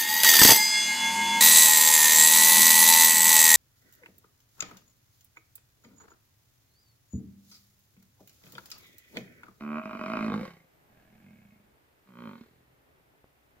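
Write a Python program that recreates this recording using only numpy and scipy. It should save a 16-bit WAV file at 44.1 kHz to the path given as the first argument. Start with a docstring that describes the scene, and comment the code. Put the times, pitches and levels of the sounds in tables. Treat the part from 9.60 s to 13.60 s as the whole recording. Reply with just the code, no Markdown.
"""Bison bull on open grassland.

Slow, hard larynx pulses ring in his long throat. The roar starts even, breaks into a rattle and
fades as the mouth closes; he draws air with a low purr, then grunts.
The ground scatters the sound; faint air, hiss and a few soft knocks lie underneath."""
import sys
import numpy as np
from scipy import signal
from scipy.fft import rfft, irfft
from scipy.io import wavfile
from scipy.ndimage import uniform_filter1d

SR = 44100
rng = np.random.default_rng(int(sys.argv[2]) if len(sys.argv) > 2 else 0)


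def put_to_file(sound):
    """Save the sound as 16-bit audio at rate SR, in the file named by the first command-line argument."""
    columns = np.atleast_2d(sound).T  # one column per channel
    safe = np.clip(columns, -1, 1)
    whole_steps = np.round(safe * 32767)
    wavfile.write(sys.argv[1], SR, whole_steps.astype(np.int16))


N = 176400
TIME_S = np.arange(N) / SR
FFT_SIZE = 2 * N
BINS_HZ = np.maximum(np.arange(N + 1) * SR / FFT_SIZE, 1)
SIDES = np.array([[1], [-1]])  # left, right
RING_S, SHIMMER_DB = .12, 2.4
RING_TIME_S = np.arange(int(RING_S * SR)) / SR

# Larynx rate in the roar. Each row: time in seconds, pulses per second.
ROAR_PULSE_RATE = [(0.0075, 73.0), (0.18, 76.86), (0.198, 45.93), (0.28, 55.3), (0.36, 47.41),
                   (0.44, 42.97), (0.49, 55.7), (0.64, 54.91), (0.73, 49.1), (0.78, 60.29), (0.86, 37.87),
                   (1.05, 20.71)]


def roar():
    """Even pulses break into a rattle with hard cracks."""
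    # Each row: time in seconds, boom in dB, rasp in dB, air in dB.
    levels = [(0.008, -42, -49, -53), (0.076, -39, -43.5, -61.5), (0.184, -37.5, -37, -53),
              (0.213, -53, -45.5, -62.5), (0.256, -39.5, -44.5, -50.5), (0.285, -50.5, -47, -56.5),
              (0.315, -48.5, -45, -54), (0.349, -37.5, -41.5, -52.5), (0.372, -48.5, -47.5, -50.5),
              (0.411, -39.5, -40, -47.5), (0.44, -42, -44.5, -48), (0.499, -38, -40, -43.5),
              (0.535, -36, -37, -46.5), (0.6, -32, -35, -43.5), (0.662, -33, -39.5, -41.5),
              (0.72, -34, -39.5, -48), (0.745, -30, -43, -42), (0.774, -34.5, -48, -46.5),
              (0.812, -35, -52.5, -46), (0.853, -50.5, -51.5, -43), (1.043, -70.5, -93, -69)]
    # Pulse unevenness. Each row: time in seconds, roughness 0-1.
    roughness = [(.19, .15), (.22, .9), (.48, .9), (.54, .6), (.9, .7)]
    # Rushing air. Each row: frequency in Hz, density in dB.
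    air_colour = [(100, 6.5), (350, 11.5), (780, 5), (1800, 1), (2150, 12), (2550, -2.5), (2850, -6.5),
                  (3080, 4.5), (3350, -20), (3700, -2), (4900, -6.5), (6200, -13), (15000, -31)]
    # Accented pulses. Each row: time in seconds, boost in dB.
    cracks = [(0.2547, 3), (0.3092, 3.5), (.411, 1.5), (0.4599, 5), (0.534, 3.5), (0.5697, 3), (0.7401, 4)]
    return voice(ROAR_PULSE_RATE, levels, roar_throat, lambda s: at_time(roughness, s)[0],
                 air_colour, snap_db=-10, cracks=cracks)


def roar_throat(s):
    """Open throat fades into closing throat: the boom sinks, the ring above it rises."""
    # Resonances, both tables. Each row: frequency in Hz, width in Hz, level in dB.
    open_throat = [(221.4, 19.5, 7.5), (336, 165, -10), (635, 13, 12), (942, 55, 1), (1181, 163, 3.5),
                   (1302, 128, 5.5), (1490, 130, -8), (2230, 140, -15.5), (2451, 60, -3), (2662, 36, -12),
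                   (2956, 48, -15)]
    closing_throat = [(211, 24.7, 11.5), (353, 120, -8.5), (637, 67, 8), (874, 63, 8.5), (1243, 240, 7),
                      (1637, 27, -7), (2220, 180, -5), (2340, 270, -6.5), (2980, 54, -53), (3730, 160, -8),
                      (4200, 210, -14)]
    # Each row: time in seconds, boom pitch ratio, ring pitch ratio.
    glide = [(.66, 1.1, 0.74), (.77, 1, 1.53), (.84, 0.96, 1.38), (.89, .8, 2.7)]
    closed = np.interp(s, [.673, .721], [0, 1])
    gliding = np.array(closing_throat, float)
    gliding[[0, 2], 0] *= at_time(glide, s)
    return [(1 - closed, open_throat), (closed, gliding)]


def nasal_ring():
    """The roar's pulses drive one narrow nasal resonance that rises as the mouth closes."""
    # Each row: time in seconds, pitch in Hz, level in dB.
    contour = [(.62, 425, -62), (.68, 450, -48), (.735, 478, -41), (.78, 486, -45), (.83, 515, -44),
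               (.88, 520, -55), (.93, 520, -75)]
    width_hz = 26
    hz, db = at_time(contour, TIME_S)
    times_s = pulse_times(ROAR_PULSE_RATE)
    clicks = np.zeros(N)
    clicks[(times_s * SR).astype(int)] = from_db(SHIMMER_DB * rng.standard_normal(len(times_s)))
    carrier = np.exp(2j * np.pi * np.cumsum(hz) / SR)
    pole = np.exp(-np.pi * width_hz / SR)
    tone = (signal.lfilter([1], [1, -pole], clicks / carrier + 1e-18) * carrier).imag
    levelled = tone / np.sqrt(uniform_filter1d(tone ** 2, size=1800) + 1e-3)
    return levelled * from_db(db) * (TIME_S > contour[0][0])


def purr():
    """Indrawn air with soft, uneven pulses through a steady throat."""
    # Each row: time in seconds, pulses per second.
    rate = [(1.2988, 40.49), (1.56, 38.21), (1.63, 52.55), (1.71, 40.36), (1.8, 30.19), (2.09, 21.71)]
    # Each row: time in seconds, boom in dB, rasp in dB, air in dB.
    levels = [(1.299, -65.5, -96, -66.5), (1.39, -72, -78, -61.5), (1.48, -68, -82.5, -62),
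              (1.55, -58.5, -74, -61), (1.585, -62, -74, -66.5), (1.635, -58, -73, -61),
              (1.665, -52.5, -66.5, -63), (1.8, -58, -71, -67), (1.922, -58.5, -71, -70),
              (2.083, -71.5, -87, -76)]
    # Resonances. Each row: frequency in Hz, width in Hz, level in dB.
    throat = [(213, 17.5, 6.5), (96, 33, -4.5), (375, 190, -3), (620, 28, 0.5), (930, 130, -14),
              (1670, 130, -6.5), (2190, 56, 3), (2520, 170, -5)]
    # Rushing air. Each row: frequency in Hz, density in dB.
    air_colour = [(60, 10), (190, 9), (330, 7), (520, -9), (650, 7), (1250, -15.5), (1730, 6), (1900, -7),
                  (2450, -3.5), (3100, -12.5), (15000, -35)]
    return voice(rate, levels, throat_at=lambda s: [(.86, throat)], roughness_at=lambda s: 1,
                 air_colour=air_colour, snap_db=-25)


def grunt():
    """A short swell of nearly even pulses."""
    # Each row: time in seconds, pulses per second.
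    rate = [(2.4578, 66.31), (2.53, 59.55), (2.62, 59.76), (2.73, 45.98), (2.785, 31.13), (2.82, 40.36),
            (2.97, 42.18), (3.13, 41.72)]
    # Each row: time in seconds, boom in dB, rasp in dB, air in dB.
    levels = [(2.458, -69, -79, -77), (2.473, -67, -67, -73), (2.488, -56.5, -65.5, -66),
              (2.52, -56, -63, -78), (2.587, -46.5, -51.5, -61), (2.673, -42.5, -48.5, -58),
              (2.753, -50.5, -55, -59), (2.779, -55, -64.5, -56), (2.81, -48.5, -64, -56.5),
              (2.835, -70, -69.5, -59.5), (2.911, -63.5, -95, -69), (3.124, -71, -94, -80.5)]
    # Rushing air. Each row: frequency in Hz, density in dB.
    air_colour = [(100, -10), (400, 18.5), (750, -2.5), (2150, 6.5), (2800, -3), (3550, -1), (4250, 3),
                  (4800, -8), (15000, -43)]
    return voice(rate, levels, grunt_throat, roughness_at=lambda s: .2,
                 air_colour=air_colour, snap_db=-10.5)


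def grunt_throat(s):
    """The boom rises as the grunt swells, then dulls to a flutter behind a shut mouth."""
    # Resonances, both tables. Each row: frequency in Hz, width in Hz, level in dB.
    open_throat = [(232.6, 31, 8), (134, 87, -23), (362, 35, 3.5), (567, 32, 4.5), (924.6, 20, 13),
                   (1207, 115, 2.5), (1460, 31, 0), (2010, 150, -4), (2405, 220, -9.5), (3143, 48, -6),
                   (3550, 120, -22), (4150, 86, -13.5)]
    shut_throat = [(97, 66, 2.5), (242, 230, -8.5), (425, 160, 2), (950, 340, -12), (2190, 440, -18)]
    # Each row: time in seconds, boom pitch ratio.
    glide = [(2.48, .87), (2.65, .99)]
    shut = np.interp(s, [2.82, 2.87], [0, 1])
    gliding = np.array(open_throat, float)
    gliding[:2, 0] *= at_time(glide, s)[0]
    return [(1 - shut, gliding), (shut, shut_throat)]


def voice(rate, levels, throat_at, roughness_at, air_colour, snap_db, cracks=()):
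    """Each larynx pulse snaps, rings the throat and releases a puff of air."""
    # High ring of the hardest pulses. Each row: frequency in Hz, width in Hz, level in dB.
    edge_modes = [(3880, 110, -8), (5080, 250, -12), (4910, 200, -7.5)]
    # Notches between throat resonances. Each row: frequency in Hz, width in Hz.
    hollows = [(785, 64), (1790, 240)]
    jitter_s, detune_spread, puff_s = .0005, .022, .005
    slap_db, edge_db, edge_reference_db = -1, -21, -34.5
    boom, rasp, slaps, edge, puffs = np.zeros((5, N + SR))
    times_s = pulse_times(rate)
    onset = from_db(snap_db) * snap()
    boosts_db = np.zeros(len(times_s))
    for s, db in cracks:
        nearest = np.argmin(abs(times_s - s))
        times_s[nearest], boosts_db[nearest] = s, db
    for s, boost_db in zip(times_s, boosts_db):
        roughness, chance = roughness_at(s), rng.standard_normal(16)
        start = int(max(s + jitter_s * roughness * chance[0], 0) * SR)
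        span = slice(start, start + len(RING_TIME_S))
        period_samples = SR / at_time(rate, s)[0]
        # A rough cycle has a second, thinner slap near its middle.
        slap_start = start + int(period_samples * rng.uniform(.3, .7))
        slap_gain = roughness * from_db(slap_db + SHIMMER_DB * chance[-1])
        boom_db, rasp_db, _ = at_time(levels, s)
        accent_db = boost_db or SHIMMER_DB * roughness * chance[1]
        detune = 1 + detune_spread * roughness * chance[2:]
        for share, throat in throat_at(s):  # first two resonances boom, the rest rasp
            gain = np.sqrt(share * period_samples)
            boom[span] += gain * from_db(boom_db + accent_db / 2) * ring(throat[:2], detune)
            upper = gain * from_db(rasp_db) * ring(throat[2:], detune[2:])
            rasp[span] += from_db(accent_db) * upper
            slaps[slap_start:slap_start + len(upper)] += slap_gain * upper
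        effort_db = rasp_db + accent_db
        force = np.sqrt(period_samples) * from_db(effort_db)
        rasp[span] += force * onset
        edge_gain = roughness * from_db(edge_db + effort_db - edge_reference_db)
        edge[span] += force * edge_gain * ring(edge_modes, detune)
        puffs[span] += from_db(accent_db / 2) * np.exp(-RING_TIME_S / puff_s)
    for hz, width_hz in hollows:
        rasp = signal.lfilter(*signal.iirnotch(hz, hz / width_hz, fs=SR), rasp)
    rasp += cut(slaps, 2200, "high")
    pulses = cut(boom, 635, "low") + cut(rasp, 4850, "low", order=4) + edge
    return cut(pulses[:N], 95, "high", order=4) + breath(rate, levels, air_colour, puffs[:N])


def pulse_times(rate):
    """Larynx pulse times in seconds, each one period after the last."""
    times_s = [rate[0][0]]
    while times_s[-1] < rate[-1][0]:
        times_s.append(times_s[-1] + 1 / at_time(rate, times_s[-1])[0])
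    return np.array(times_s[:-1])


def ring(resonances, detune):
    """Damped resonances after one pulse; unit energy."""
    hz, width_hz, db = np.transpose(resonances)[:, :, None]
    signs = (-1) ** np.arange(len(hz))[:, None]
    envelopes = from_db(db) * width_hz * np.exp(-np.pi * width_hz * RING_TIME_S)
    tones = np.sin(2 * np.pi * hz * detune[:len(hz), None] * RING_TIME_S)
    out = np.sum(signs * envelopes * tones, axis=0)
    return out / np.sqrt(np.sum(out ** 2))


def snap():
    """Pulse onset: a few cycles sweep upward and die; unit energy."""
    length_s, from_hz, to_hz = .0037, 545, 3113
    progress = np.minimum(RING_TIME_S / length_s, 1)
    cycles = RING_TIME_S * (from_hz + (to_hz - from_hz) * progress / 2)
    out = progress * (1 - progress) ** 2 * np.sin(2 * np.pi * cycles)
    return -out / np.sqrt(np.sum(out ** 2))


def breath(rate, levels, colour, puffs):
    """Air rushes through the throat in puffs on top of a steady flow."""
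    voiced = (TIME_S > rate[0][0] - .02) & (TIME_S < rate[-1][0])
    steady = .35 * uniform_filter1d(voiced.astype(float), size=1500)
    flow = from_db(at_time(levels, TIME_S)[2]) * (puffs + steady)
    return rms_one(shaped(rng.standard_normal(N), from_db(by_hz(colour)))) * flow


def grassland(x):
    """Direct sound, quick scatter from ground and rocks, and a faint thin tail from the slopes."""
    # Each row: frequency in Hz, left minus right in dB.
    balance = [(60, -8.5), (130, -1.5), (260, -2.5), (380, -2.5), (550, 4), (1140, -6.5), (1650, -1),
               (3440, -4.5), (4970, 0.5), (15000, 7)]
    # Tail spectra, both tables. Each row: frequency in Hz, gain in dB.
    scatter_colour = [(100, -14), (250, -13), (600, 5), (1200, 3), (2400, 2.5), (5000, -3), (12000, 6)]
    far_colour = [(230, -22), (600, -5.5), (1100, -2.5), (2200, 7), (5000, -10)]
    lag_s = np.array([[0], [.00007]])
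    paths = from_db(SIDES * by_hz(balance) / 2) * np.exp(-2j * np.pi * BINS_HZ * lag_s)
    for db, t60_s, colour in ((-7.5, .11, scatter_colour), (-23.5, .92, far_colour)):
        decay = from_db(-60 * np.minimum(TIME_S / t60_s, 2)) * (TIME_S > .002)
        tail = rms_one(rng.standard_normal((2, N)) * decay) / np.sqrt(N)
        paths += rfft(tail, FFT_SIZE) * from_db(db + by_hz(colour))
    return shaped(x, paths)


def knocks():
    """Dull nearby taps that die within a cycle or two."""
    # Each row: start in seconds, level in dB, pitch in Hz, width in Hz.
    taps = [(3.538, -55, 765, 200), (3.552, -53, 740, 250), (3.643, -35, 480, 755),
            (3.968, -45.5, 500, 600)]
    out = np.zeros(N)
    for start_s, db, hz, width_hz in taps:
        age_s = np.clip(TIME_S - start_s, 0, RING_S)
        out -= from_db(db) * np.exp(-np.pi * width_hz * age_s) * np.sin(2 * np.pi * hz * age_s)
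    return cut(out, 1800, "low")


def distant_air():
    """Faint, wide noise with a fluttering low rumble."""
    # Each row: frequency in Hz, density in dB.
    colour = [(15, -38.5), (25, -16.5), (71, 1), (101, -9.5), (129, -1), (188, -11.5), (239, -8.5),
              (420, -5.5), (468, -8.5), (612, -7.5), (993, -12), (1940, -13), (6520, -29.5), (15400, -23.5)]
    # Each row: frequency in Hz, left-right correlation.
    correlation = [(60, 0.63), (180, 0.75), (550, 0.023), (1650, -0.4), (4970, 0.17), (15000, -0.36)]
    level_db, flutter_db = -66.5, 2
    alike = by_hz(correlation)
    mid_side_gain = from_db(by_hz(colour)) * np.sqrt([1 + alike, 1 - alike])
    mid, side = shaped(rng.standard_normal((2, N)), mid_side_gain)
    air = from_db(level_db) * rms_one(mid + side * SIDES)
    flutter = rms_one(cut(rng.standard_normal(N), 2.2, "low"))
    return air + cut(air, 1300, "low", order=1) * (from_db(flutter_db * flutter) - 1)


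def hiss():
    """Fine treble noise, strongest during roar and grunt."""
    # Each row: time in seconds, level in dB.
    levels = [(0, -70.5), (.85, -68), (1.05, -74), (1.8, -73), (2.3, -79), (2.7, -68.5), (3.1, -80),
              (4, -77)]
    # Each row: frequency in Hz, density in dB.
    colour = [(3000, -19), (7000, -11), (10000, -21), (12500, -7.5), (15000, -8)]
    noise = rms_one(shaped(rng.standard_normal((2, N)), from_db(by_hz(colour))))
    return noise * from_db(at_time(levels, TIME_S)[0])


def from_db(db):
    """Decibels to gain."""
    return 10 ** (np.asarray(db) / 20)


def rms_one(x):
    """Scale to rms 1."""
    return x / np.sqrt(np.mean(x ** 2) + 1e-20)


def at_time(rows, s):
    """Each value column, interpolated at s seconds."""
    times_s, *columns = np.transpose(rows)
    return [np.interp(s, times_s, column) for column in columns]


def by_hz(points):
    """A spectrum table at every bin, interpolated in log frequency."""
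    hz, value = np.transpose(points)
    return np.interp(np.log(BINS_HZ), np.log(hz), value)


def shaped(x, gain):
    """Filter by one gain per bin."""
    return irfft(rfft(x, FFT_SIZE) * gain, FFT_SIZE)[..., :N]


def cut(x, hz, kind, order=2):
    """Low-pass or high-pass."""
    return signal.sosfilt(signal.butter(order, hz, kind, fs=SR, output="sos"), x + 1e-18)


def scene():
    """The bull on the plain, over knocks, air and hiss."""
    bull = roar() + purr() + grunt() + nasal_ring()
    return grassland(bull) + knocks() + distant_air() + hiss()


def record(dry):
    """Steep low-pass."""
    cutoff_hz = 15550
    return shaped(dry, 1 / np.sqrt(1 + (BINS_HZ / cutoff_hz) ** 600))


dry = scene()
out = record(dry)
put_to_file(out)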